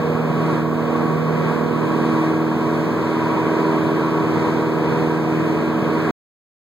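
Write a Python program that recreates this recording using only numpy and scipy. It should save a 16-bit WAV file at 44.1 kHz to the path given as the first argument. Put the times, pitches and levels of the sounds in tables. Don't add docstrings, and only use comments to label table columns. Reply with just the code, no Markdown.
import sys
import numpy as np
from scipy import signal
from scipy.fft import rfft, irfft, next_fast_len
from scipy.io import wavfile
from scipy.ndimage import uniform_filter1d

SR = 44100
rng = np.random.default_rng(int(sys.argv[2]) if len(sys.argv) > 2 else 0)


def wrap_up_sound(samples):
    columns = np.atleast_2d(samples).T
    tamed = np.clip(columns, -1, 1)
    steps = np.round(tamed * 32767).astype(np.int16)
    wavfile.write(sys.argv[1], SR, steps)


N = 298568

# [(s, dB)].
FIRING_TONES = [(2, .02, 0.0, [(0, -26), (.4, -23.5), (.85, -28.5), (1.2, -23.5), (1.8, -28.5),
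                (2.4, -25.5), (2.95, -31), (4.7, -28.5), (5.35, -25), (5.7, -31), (6.1, -27.5)]),
                (3, .07, 2, [(0, -30.5), (.5, -26), (1.4, -28.5), (2.15, -26), (2.85, -31), (3.7, -28),
                (4.3, -29.5), (6.1, -28)]), (4, .01, 2.5, [(0.2, -34), (.5, -24), (.87, -32.5),
                (1.04, -23.5), (1.25, -40), (1.6, -32.5), (2.1, -23), (2.85, -25.5), (3.2, -23.5),
                (4.45, -24), (4.75, -26.5), (5.4, -22.5), (5.7, -25.5), (6, -23.5)]),
                (5, .08, 1.5, [(0, -35.5), (1.3, -37.5), (2.3, -32.5), (2.95, -35), (3.7, -28.5),
                (5.35, -29.5), (5.7, -39), (5.95, -30)]), (6, 0.15, -0.7, [(.1, -27), (.62, -38),
                (.95, -29.5), (1.9, -30), (2.95, -42), (3.6, -29.5), (4.15, -37.5), (4.6, -28), (5.05, -27),
                (5.65, -40.5), (5.9, -32), (6.1, -42)])]
# multiple of the cycle rate (played at the nearest whole number), level in dB before
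# it wavers, lag of the left port in ms before the turn.
CYCLE_TONES = [(4, -47.5, .35), (5, -49, .05), (6, -47.5, .05), (7, -45, .05), (9, -43.5, .05),
               (10, -40, .08), (14, -42, 0.055), (15, -45.5, .05), (18, -39, 0.19), (19, -45.5, 0.036),
               (21, -40.5, .05), (22, -35, .12), (24.9, -48.5, .08), (28, -45.5, .1), (29, -39, 0.1),
               (29.9, -46.5, .05), (32, -39.5, 0.033), (36, -41.5, 0.057), (46, -53.5, 0.084),
               (48, -37.5, 0.16), (49, -41, 0.042), (52, -39, .05), (56, -37, .02), (69.3, -45.5, .02),
               (75.8, -43, .02)]
# time in seconds, factor on the lags.
CAMERA_TURN = [(0, 1.05), (1.9, 1.9), (2.3, .8), (4, 0.64), (5, 0.55), (6.1, 0.91)]


def engine():
    firing_hz = firing_rate()
    cycle_phase = engine_cycle(firing_hz)
    partials = []
    for multiple, lag_ms, left_db, level in FIRING_TONES:
        partials.append((4 * multiple, curves(level)[0] + 1.2 * walk(5), lag_ms, left_db))
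    for multiple, level_db, lag_ms in CYCLE_TONES:
        partials.append((multiple, level_db + 2.33 * walk(2.964), lag_ms, 0))

    across = curves(CAMERA_TURN)[0]
    ports = 0
    for multiple, level_db, lag_ms, left_db in partials:
        scatter = 0.95 * rng.standard_normal()
        sway = .015 * multiple * walk(5)
        phase = round(multiple) * cycle_phase + scatter + sway
        half_lag = np.pi * round(multiple) * firing_hz / 4 * lag_ms * across / 1000
        port_phase = phase + np.array([-half_lag, half_lag])
        port_db = level_db + np.array([[left_db], [-left_db]]) / 2
        ports = ports + np.sqrt(2) * undb(port_db) * -np.cos(port_phase)
    return ports


# time in seconds, firing rate in Hz.
ENGINE_SPEED = [(0, 79.43), (2.2, 79.52), (2.9, 79.86), (4.2, 79.74), (6.1, 79.67)]


def firing_rate():
    return curves(ENGINE_SPEED)[0]


def engine_cycle(firing_hz):
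    return 2 * np.pi * np.cumsum(firing_hz / 4) / SR


# frequency in Hz, relative density in dB per Hz.
RUSH_SPECTRUM = [(30, -18.5), (72, -23), (98, -1.5), (140, 1.5), (270, 0.5), (460, 4.5), (540, -1),
                 (800, 0), (1100, -1.5), (1450, -3), (2400, -5.5), (3300, -8.5), (4800, -14.5), (7600, -14)]
# frequency in Hz, width in Hz, gain in dB.
CABIN_RESONANCES = [(798, 81, -4), (1056, 63, 1.5), (1280, 100, 3.5), (1615, 92, 6), (1840, 440, -0.5),
                    (2440, 550, 3), (2780, 200, -6.5), (4360, 540, 4.5)]
BASS_DB, BASS_STEADY = -2.04, .4


def rush(rush_db, gust_db):
    size = next_fast_len(N)
    hz = np.fft.rfftfreq(size, 1 / SR)
    resonance_db = sum(db / (1 + (2 * (hz - f) / width) ** 2) for f, width, db in CABIN_RESONANCES)
    colour = shape(RUSH_SPECTRUM, hz) * undb(resonance_db) / (1 + (hz / 11000) ** 4)
    field = diffuse(hz, spacing_ms=0.36, lean=0.21) * colour
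    unit = np.std(irfft(field[0] * ((hz > 520) & (hz < 900)), size))

    cycle = engine_cycle(firing_rate())
    throb = 0.039 * np.sin(cycle) + 0.042 * np.sin(2 * cycle) + 0.098 * np.sin(4 * cycle)
    half_octave = 2 * np.log2(hz / 45 + 1e-9)
    ports = 0
    for band in range(18):
        share = np.clip(1 - np.abs(half_octave - band), 0, 1)
        bass = np.clip((11 - band) / 3, 0, 1)
        band_db = rush_db + bass * (BASS_DB - BASS_STEADY * gust_db) + 0.75 * walk(6)
        wash = 1 + np.clip((13 - band) / 3, 0, 1) * throb
        noise = irfft(field * share, size)[:, :N] / unit
        ports = ports + wash * undb(band_db) * noise
    return ports


# [(s, dB)].
PANEL_RINGS = [(971, 76, [(0, -33.5), (1.2, -36), (2.25, -29.5), (2.9, -33.5), (3.2, -29), (4.5, -31.5),
               (6.1, -37.5)]), (1114, 58, [(0, -36.5), (.9, -25), (1.4, -33), (2.25, -28.5), (2.5, -39.5),
               (3.6, -32.5), (3.85, -37), (4.05, -27.5), (4.3, -33.5), (5.5, -42), (6.1, -41.5)])]
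PANEL_SWING = 1.2


def panels(gust_db):
    size = next_fast_len(N)
    hz = np.fft.rfftfreq(size, 1 / SR)
    ports = 0
    for f, width, level in PANEL_RINGS:
        peak = 1 / (1 + (2 * (hz - f) / width) ** 2)
        ring = irfft(diffuse(hz, spacing_ms=0.091, lean=.3) * peak, size)[:, :N]
        ring_db = curves(level)[0] + PANEL_SWING * gust_db + .8 * walk(5)
        ports = ports + undb(ring_db) * ring / np.std(ring)
    return ports


# time in seconds, level at the ports in dB.
AIR_LEVEL = [(.05, -28.5), (.25, -30.5), (.55, -26), (.66, -32.5), (.95, -28.5), (1.25, -30.5), (1.5, -26),
             (1.65, -30), (1.85, -28), (2.25, -26.5), (2.4, -30), (2.75, -27.5), (2.9, -28), (3.6, -26.5),
             (4.15, -28), (4.45, -26), (4.7, -29), (4.95, -26.5), (5.2, -29), (5.45, -27.5), (5.75, -29),
             (6.05, -26.5)]


def air():
    rush_db = uniform_filter1d(curves(AIR_LEVEL)[0], size=2000)
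    gust_db = rush_db - np.mean(rush_db)
    return rush(rush_db, gust_db) + panels(gust_db)


def diffuse(hz, spacing_ms, lean):
    a, b = rng.standard_normal((2, len(hz))) + 1j * rng.standard_normal((2, len(hz)))
    alike = np.sinc(2 * hz * spacing_ms / 1000)
    alike = 1 - (1 - alike) * np.clip((hz / 1400 + .1) ** 0.71, 0, 1)
    lean = np.clip(lean, 0, 1) * np.clip(alike, 0, 1) ** 0.51
    both = a * np.sqrt(1 + alike)
    apart = (np.sqrt(1 - lean ** 2) * b - 1j * lean * a) * np.sqrt(1 - alike)
    return np.array([both + apart, both - apart]) / 2


def undb(db):
    return 10 ** (np.asarray(db) / 20)


def curves(table):
    s, *columns = np.transpose(table)
    return [np.interp(np.arange(N) / SR, s, c) for c in columns]


def walk(rate):
    k = int(SR / rate)
    held = np.repeat(rng.standard_normal(N // k + 1), k)
    return 1.11 * uniform_filter1d(uniform_filter1d(held, k), k)[:N]


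def shape(table, hz):
    f, db = np.transpose(table)
    return undb(np.interp(np.log(hz + 1), np.log(f), db))


def scene():
    return engine() + air()


# frequency in Hz, density in dB per Hz.
MICROPHONE_HISS = [(500, -110), (4000, -75.5), (8000, -75.5), (10500, -82.5), (13000, -68), (15500, -66)]
PORT_LAG = 16
END_S, TOP_HZ = 6.1100, 15750


def record(dry):
    size = next_fast_len(N)
    hz = np.fft.rfftfreq(size, 1 / SR)
    hiss_spectrum = rfft(rng.standard_normal((2, size))) * shape(MICROPHONE_HISS, hz) * np.sqrt(SR / 2)
    hiss = irfft(hiss_spectrum, size)[:, :N]
    ports = (dry + hiss) * undb([[-.45], [.45]])
    other_late = np.pad(ports[::-1], ((0, 0), (PORT_LAG, 0)))[:, :N]
    leak = np.exp(-2 * np.pi * 60 / SR)
    sides = signal.lfilter([1 / PORT_LAG], [1, -leak], ports - other_late)
    sides = signal.sosfilt(signal.butter(2, 72, "high", fs=SR, output="sos"), sides)
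    sides = sides * np.clip((END_S - np.arange(N) / SR) / 0.00054, 0, 1)
    return signal.sosfilt(signal.ellip(10, .2, 80, TOP_HZ, fs=SR, output="sos"), sides)


dry = scene()
out = record(dry)
wrap_up_sound(out)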